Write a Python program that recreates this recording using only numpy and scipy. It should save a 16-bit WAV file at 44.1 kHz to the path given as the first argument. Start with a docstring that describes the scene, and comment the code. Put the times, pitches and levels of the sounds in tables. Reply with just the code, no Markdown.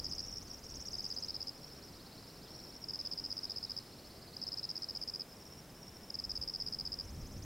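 """Crickets in a mountain meadow

A near cricket chirps in bouts of about a second by stridulation: a scraper runs along a toothed file
and drives a wing resonance. A second answers, mostly in the pauses, over a thin chorus. Two birds
trill and a third drops a few slurs, all in gliding pure tones, scattered by brush and hillside.
Soft air moves over the slope, a gust buffets the microphone at the end, and the microphone hisses."""
import sys
import numpy as np
from scipy import signal
from scipy.fft import rfft, irfft
from scipy.io import wavfile

SR = 44100
rng = np.random.default_rng(int(sys.argv[2]) if len(sys.argv) > 2 else 0)


def to_wav(sig):
    """Store sig (one row per channel, or 1-D mono) as 16-bit WAV at the path in sys.argv[1].

    Samples outside -1..1 are clipped; the rate is SR.
    """
    pcm = np.clip(np.atleast_2d(sig), -1, 1) * 32767
    pcm = np.round(pcm).astype(np.int16)
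    wavfile.write(sys.argv[1], SR, pcm.T)  # frames by channels


N = 328528


def wing_stroke(wing_hz, length_s, rasp, start_ratio=1.0583, slowing=0.19, bandwidth_hz=255):
    """Driven resonator: as the scraper slows, the tooth rate falls through the wing's resonance."""
    t = np.arange(round(2 * length_s * SR)) / SR
    along = np.minimum(t / length_s, 1)
    pressure = abs(np.sin(np.pi * along)) ** 0.074 * np.exp(-0.94 * along) * (along < 1)
    tooth_hz = wing_hz * (start_ratio - slowing * along)
    drive = pressure * np.exp(2j * np.pi * (np.cumsum(tooth_hz) / SR + rng.random()))
    drive *= 1 + rasp * rng.standard_normal(len(t))  # teeth catch unevenly
    pole = np.exp((2j * np.pi * wing_hz - np.pi * bandwidth_hz) / SR)
    ring = signal.lfilter([1], [1, -pole], drive)
    return ring.real / abs(ring).max()


# Bouts of the near cricket: start_s, chirps, short_opening_chirps, relative_level_db, chirp_periods_s
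NEAR_BOUTS = [(-0.0195, 4, 0, -34.2, (.0665, .0695)),
              (0.8867, 11, 1, -34.2, (.0475, .0592, .0623, .0578, .0659)),
              (2.8433, 16, 1, -34.1, (.0451, .0624, .0641, .0642, .0695)),
              (4.3692, 15, 1, -34.2, (.0495, .0544, .0661, .0639, .0594)),
              (6.1049, 16, 4, -33.1, (.0405, .0585, .0626, .0619, .0686))]
# The three wing strokes of a full chirp: delay_s
STROKE_DELAYS = (0, .0094, .0201)
# Friction spectrum of the file: frequency_hz, density_db
SCRAPE_SPECTRUM = [(3000, -28), (4800, -6), (5700, 3.5), (6500, -7), (7800, -12.5), (9000, -18),
                   (10100, -12), (11500, -23), (16000, -34)]

def near_cricket(wing_hz=5104, sag_hz=30, level_db=2.5, stroke_s=0.0077, scrape_db=-27):
    """Stridulation: wing strokes group into chirps, and a stroke that catches adds friction noise."""
    tone, friction = np.zeros(N), np.zeros(N)
    for start_s, chirps, short_chirps, bout_db, periods_s in NEAR_BOUTS:
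        for n, chirp_s in enumerate(call_times(start_s, chirps, periods_s)):
            strokes = len(STROKE_DELAYS) if n >= short_chirps else min(n + 1, 2)
            warm_up_db = -2 * np.exp(-n / 2.6) * (short_chirps > 0)
            tiring = n / chirps  # level and pitch sag through the bout
            chirp_db = bout_db + level_db + warm_up_db - 1.5 * tiring
            for k, delay_s in enumerate(STROKE_DELAYS[:strokes]):
                tune, size, pace, catch, late = rng.standard_normal(5)
                at_s = chirp_s + delay_s - 0.0035 + 0.0003 * late
                pitch_hz = (wing_hz - sag_hz * tiring) * (1 + 0.0064 * tune)
                force = gain_of(chirp_db - 1.2 * (k == 0) + 0.26 * size)
                grip = gain_of(4.5 * min(catch, 1.8))
                stroke = wing_stroke(pitch_hz, stroke_s * (1 + 0.054 * pace), rasp=0.24 * grip)
                add(tone, at_s, force * stroke)
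                add(friction, at_s, force * grip * np.hanning(round(stroke_s * SR)))
    scrape = gain_of(scrape_db) * friction * noise(SCRAPE_SPECTRUM)
    return outdoors(tone + scrape, brush_db=-18.5, hill_db=-22.5)


# Bouts of the second cricket: start_s, chirps, first_level_db, last_level_db, chirp_periods_s
SECOND_BOUTS = [(0.002, 9, -45, -37.5, (.0475, .044, 0.044)), (0.504, 2, -41, -43.5, (0.031,)),
                (0.657, 5, -43.5, -39, (0.044, 0.059)), (1.635, 5, -48, -52, (0.035, 0.062)),
                (2.508, 7, -48, -48, (.033, 0.052, 0.065)), (5.359, 5, -51.5, -49, (.045, .066)),
                (5.822, 4, -47, -51.5, (0.05, 0.076, 0.076)), (6.51, 4, -54, -53, (.064,))]

def second_cricket(wing_hz=5483, spacing_s=0.011, uneven_db=2):
    """Stridulation at a higher, less steady resonance; deeper in the grass, more of it is scattered."""
    out = np.zeros(N)
    for start_s, chirps, first_db, last_db, periods_s in SECOND_BOUTS:
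        times_s = call_times(start_s, chirps, periods_s)
        levels_db = np.linspace(first_db, last_db, chirps)
        for n, (chirp_s, chirp_db) in enumerate(zip(times_s, levels_db)):
            for k in range(3 if n else 2):  # a bout opens with a two-stroke chirp
                tune, size = rng.standard_normal(2)
                force = gain_of(chirp_db - 4 * (k == 0) + uneven_db * size)
                stroke = wing_stroke(wing_hz * (1 + 0.014 * tune), length_s=0.0092, rasp=0.1)
                add(out, chirp_s + k * spacing_s - 0.0039, force * stroke)
    return outdoors(out, brush_db=-14.5, hill_db=-22)


def whistle(from_hz, to_hz, length_s, bend=1):
    """Frequency modulation: a bird's note is a gliding sine tone under a half-sine envelope."""
    along = np.linspace(0, 1, round(length_s * SR))
    pitch_hz = from_hz + (to_hz - from_hz) * along ** bend
    return np.sin(np.pi * along) * np.sin(2 * np.pi * (np.cumsum(pitch_hz) / SR + rng.random()))


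# Trills of the nearer bird: start_s, syllables, syllable_periods_s
NEAR_TRILLS = [(0.044, 23, (.055, .0545, .0576)), (7.053, 8, (.055,))]
# Strength of its voice: time_s, relative_level_db
NEAR_VOICE = [(0.04, -57), (0.26, -59), (0.37, -59.5), (0.6, -62), (0.7, -56.5), (0.84, -53.5),
              (0.95, -55.5), (1.27, -57), (7.05, -65), (7.33, -64.5), (7.44, -58.5)]

def near_bird(level_db=9, top_hz=6280, step_hz=300, sweep_hz=900, spacing_s=0.0039):
    """Rapid frequency sweeps: each syllable is a rising ladder of upsweeps, then a high pip."""
    out = np.zeros(N)
    for at_s, voice_db in syllables(NEAR_TRILLS, NEAR_VOICE):
        for k in range(5):  # counted back from the top sweep
            tune, size = rng.standard_normal(2)
            centre_hz = top_hz - k * step_hz + 90 * tune
            sweep = whistle(centre_hz - sweep_hz, centre_hz + sweep_hz, length_s=0.00464)
            add(out, at_s - k * spacing_s - 0.0005, gain_of(voice_db + level_db + 2.3 * size) * sweep)
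        pip_db = -13 + 0.51 * (voice_db + 54)  # the pip stands out more at full voice
        pip = whistle(7850, 7450, length_s=0.0095)
        add(out, at_s + 0.0079, gain_of(voice_db + level_db + pip_db) * pip)
    return outdoors(out, brush_db=-10.5, hill_db=-25)


# Trills of the far bird: start_s, syllables, syllable_periods_s
FAR_TRILLS = [(1.098, 28, (.06,)), (3.407, 26, (.0678, .0569, .0625))]
# Strength of its voice: time_s, relative_level_db
FAR_VOICE = [(1.1, -67), (1.34, -61), (1.5, -69), (1.85, -65.5), (2.0, -62.5), (2.72, -65.5), (3.4, -65),
             (3.95, -64.5), (4.35, -61), (4.94, -65.5)]

def far_bird(level_db=5.5, low_hz=3450, high_hz=5300):
    """Reverberant smearing: reflections outweigh the direct sound of a far trill of rising notes."""
    out = np.zeros(N)
    for at_s, voice_db in syllables(FAR_TRILLS, FAR_VOICE):
        tune, uneven_db = rng.standard_normal(2)
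        detune = 1 + 0.0246 * tune
        note = whistle(low_hz * detune, high_hz * detune, length_s=0.028, bend=0.802)
        add(out, at_s - 0.0082, gain_of(voice_db + level_db + uneven_db) * note)
    return outdoors(out, brush_db=-2, hill_db=-1.5, brush_t60_s=0.066)


# Slurs of the third bird: start_s, relative_level_db, pitch_hz, fall_hz
SLURS = [(1.965, -66, 4180, 800), (2.447, -63, 4100, 1300), (2.975, -62, 4430, 700), (3.04, -66, 3900, 750),
         (3.475, -64, 4300, 800), (3.65, -62, 4200, 700)]

def slurring_bird(level_db=1.5, length_s=0.042):
    """Linear downward glides: a few faint notes from the trees, each trailed by reflections."""
    out = np.zeros(N)
    for start_s, note_db, pitch_hz, fall_hz in SLURS:
        note = whistle(pitch_hz, pitch_hz - fall_hz, length_s)
        add(out, start_s, gain_of(note_db + level_db) * note)
    return outdoors(out, brush_db=-9, hill_db=-5.5)


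# Swell of the distant crickets: time_s, level_db
CHORUS_SWELL = [(0, -59), (1.5, -59), (2.2, -63), (3.3, -56.5), (4.1, -65), (4.9, -61.5), (5.7, -64.5),
                (6.5, -58), (7.45, -63.5)]

def cricket_chorus(wing_hz=5250, spread=0.037, strokes=900):
    """Incoherent superposition: the strokes of many far crickets blur into one narrow band."""
    out = np.zeros(N)
    for at_s, tune in zip(rng.uniform(0, N / SR, strokes), rng.standard_normal(strokes)):
        add(out, at_s, wing_stroke(wing_hz * (1 + spread * tune), length_s=0.00794, rasp=0.15))
    return unit_rms(outdoors(out, brush_db=-2, hill_db=-9.5)) * gain_of(curve(CHORUS_SWELL))


# Wind strength, dying away at first and rising to a gust at the end: time_s, strength_db
GUSTS = [(0, -53.5), (0.2, -52), (0.45, -57.5), (0.8, -56), (1.1, -60), (2.8, -63.5), (3.5, -61.5),
         (4.7, -64.5), (6.1, -62), (6.4, -53), (6.52, -64), (6.7, -54.5), (7.0, -54), (7.18, -45),
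         (7.38, -46), (7.45, -49)]
# Rumble of the eddies in light air: frequency_hz, density_db
EDDY_SPECTRUM = [(10, -7), (30, -2), (55, 0.5), (100, -7), (180, -14), (300, -25), (600, -56), (2000, -82)]

def buffeting(strong_db=-50, contrast=1.26, eddy_s=0.055):
    """Turbulent pressure at the microphone: light air flutters; hard gusts are steadier and brighter."""
    times_s = np.arange(0, N / SR + eddy_s, eddy_s)
    flutter = curve(np.column_stack([times_s, rng.standard_normal(N)[:len(times_s)]]))
    excess_db = curve(GUSTS) - strong_db
    hardness = np.clip(gain_of(excess_db), 0, 1)
    light = np.sqrt(1 - hardness) * noise(EDDY_SPECTRUM)
    hard = np.sqrt(hardness) * noise(EDDY_SPECTRUM, stretch=1.4)
    flutter_db = 3 * (1 - 0.7 * hardness) * flutter
    return gain_of(-51 + contrast * excess_db + flutter_db) * (light + hard)


# Air moving over the slope: frequency_hz, density_db
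BREEZE_SPECTRUM = [(20, -18), (60, -2), (150, 0), (260, -2), (500, -6.5), (1000, -13.5), (2000, -19.5),
                   (4000, -22.5), (8000, -28), (16000, -31)]

def breeze(level_db=-55):
    """Broadband flow noise: the even wash of air in distant trees."""
    return gain_of(level_db) * noise(BREEZE_SPECTRUM)


# Noise floor of the microphone: frequency_hz, density_db
HISS_SPECTRUM = [(20, 5.5), (500, 1.5), (3000, -2.5), (6000, 1.5), (10000, -0.5), (16000, -0.5)]

def microphone_hiss(level_db=-63.5, coherence=0.38):
    """Partly coherent self-noise: two channels share a fraction of their power."""
    common = np.sqrt(coherence) * noise(HISS_SPECTRUM)
    separate = np.sqrt(1 - coherence) * np.array([noise(HISS_SPECTRUM), noise(HISS_SPECTRUM)])
    return gain_of(level_db) * (common + separate)


# Reverberation time of the hillside: frequency_hz, t60_s
HILLSIDE_DECAY = [(3000, 0.73), (5000, 0.44), (9000, 0.33)]

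def outdoors(direct, brush_db, hill_db, brush_t60_s=0.087):
    """Scattering: sparse echoes die quickly in the brush and slowly off the hillside, treble first."""
    t = np.arange(SR) / SR
    brush, hill = rng.choice([-1., 1.], (2, SR)) * (rng.random((2, SR)) < 0.1)
    brush *= gain_of(-60 * t / brush_t60_s) * (t > 0.003)
    hz, frame_s, spectra = signal.stft(hill * (t > 0.02), SR, nperseg=256)
    decay = gain_of(-60 * frame_s / at_frequency(HILLSIDE_DECAY, hz)[:, None])
    hill = signal.istft(spectra * decay, SR, nperseg=256)[1][:SR]
    echoes = gain_of(brush_db) * brush / np.linalg.norm(brush)
    echoes += gain_of(hill_db) * hill / np.linalg.norm(hill)
    return direct + signal.fftconvolve(direct, echoes)[:N]


def call_times(start_s, calls, periods_s):
    """Onsets of a run of calls whose period glides evenly through the given values."""
    along = np.linspace(0, 1, calls - 1)
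    gaps_s = np.interp(along, np.linspace(0, 1, len(periods_s)), periods_s)
    return start_s + np.append(0, np.cumsum(gaps_s))


def syllables(trills, voice):
    """Onset and level of every syllable of a bird's trills."""
    times_s = np.concatenate([call_times(*trill) for trill in trills])
    return zip(times_s, np.interp(times_s, *np.transpose(voice)))


def noise(spectrum, stretch=1):
    """Spectral shaping: noise of rms 1, the spectrum's frequencies multiplied by stretch."""
    hz = np.fft.rfftfreq(N, 1 / SR)
    shape = gain_of(at_frequency(spectrum, hz / stretch))
    return unit_rms(irfft(rfft(rng.standard_normal(N)) * shape, N))


def at_frequency(rows, hz):
    """Interpolation on a log-frequency axis."""
    row_hz, values = np.transpose(rows)
    return np.interp(np.log(hz + 1), np.log(row_hz + 1), values)


def curve(rows):
    """Linear interpolation of a time curve at every sample."""
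    return np.interp(np.arange(N) / SR, *np.transpose(rows))


def gain_of(db):
    """Decibels to amplitude."""
    return 10 ** (np.asarray(db) / 20)


def unit_rms(x):
    """Normalisation to rms 1."""
    return x / np.sqrt(np.mean(abs(x) ** 2) + 1e-20)


def add(mix, start_s, sound):
    """Superposition of a sound on the mix, from start_s on."""
    start = round(start_s * SR)
    sound = sound[max(-start, 0):]
    part = mix[max(start, 0):][:len(sound)]
    part += sound[:len(part)]


def scene():
    """Sources straight ahead reach both channels alike; only the hiss differs between them."""
    crickets = near_cricket() + second_cricket() + cricket_chorus()
    birds = near_bird() + far_bird() + slurring_bird()
    return crickets + birds + breeze() + buffeting() + microphone_hiss()


def record(dry, cutoff_hz=15850):
    """Band limiting: a steep linear-phase low-pass filter removes the highest treble."""
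    low_pass = signal.firwin(1023, cutoff_hz, window=("kaiser", 9), fs=SR)
    return signal.oaconvolve(dry, low_pass[None], "same", axes=1)


dry = scene()
out = record(dry)
to_wav(out)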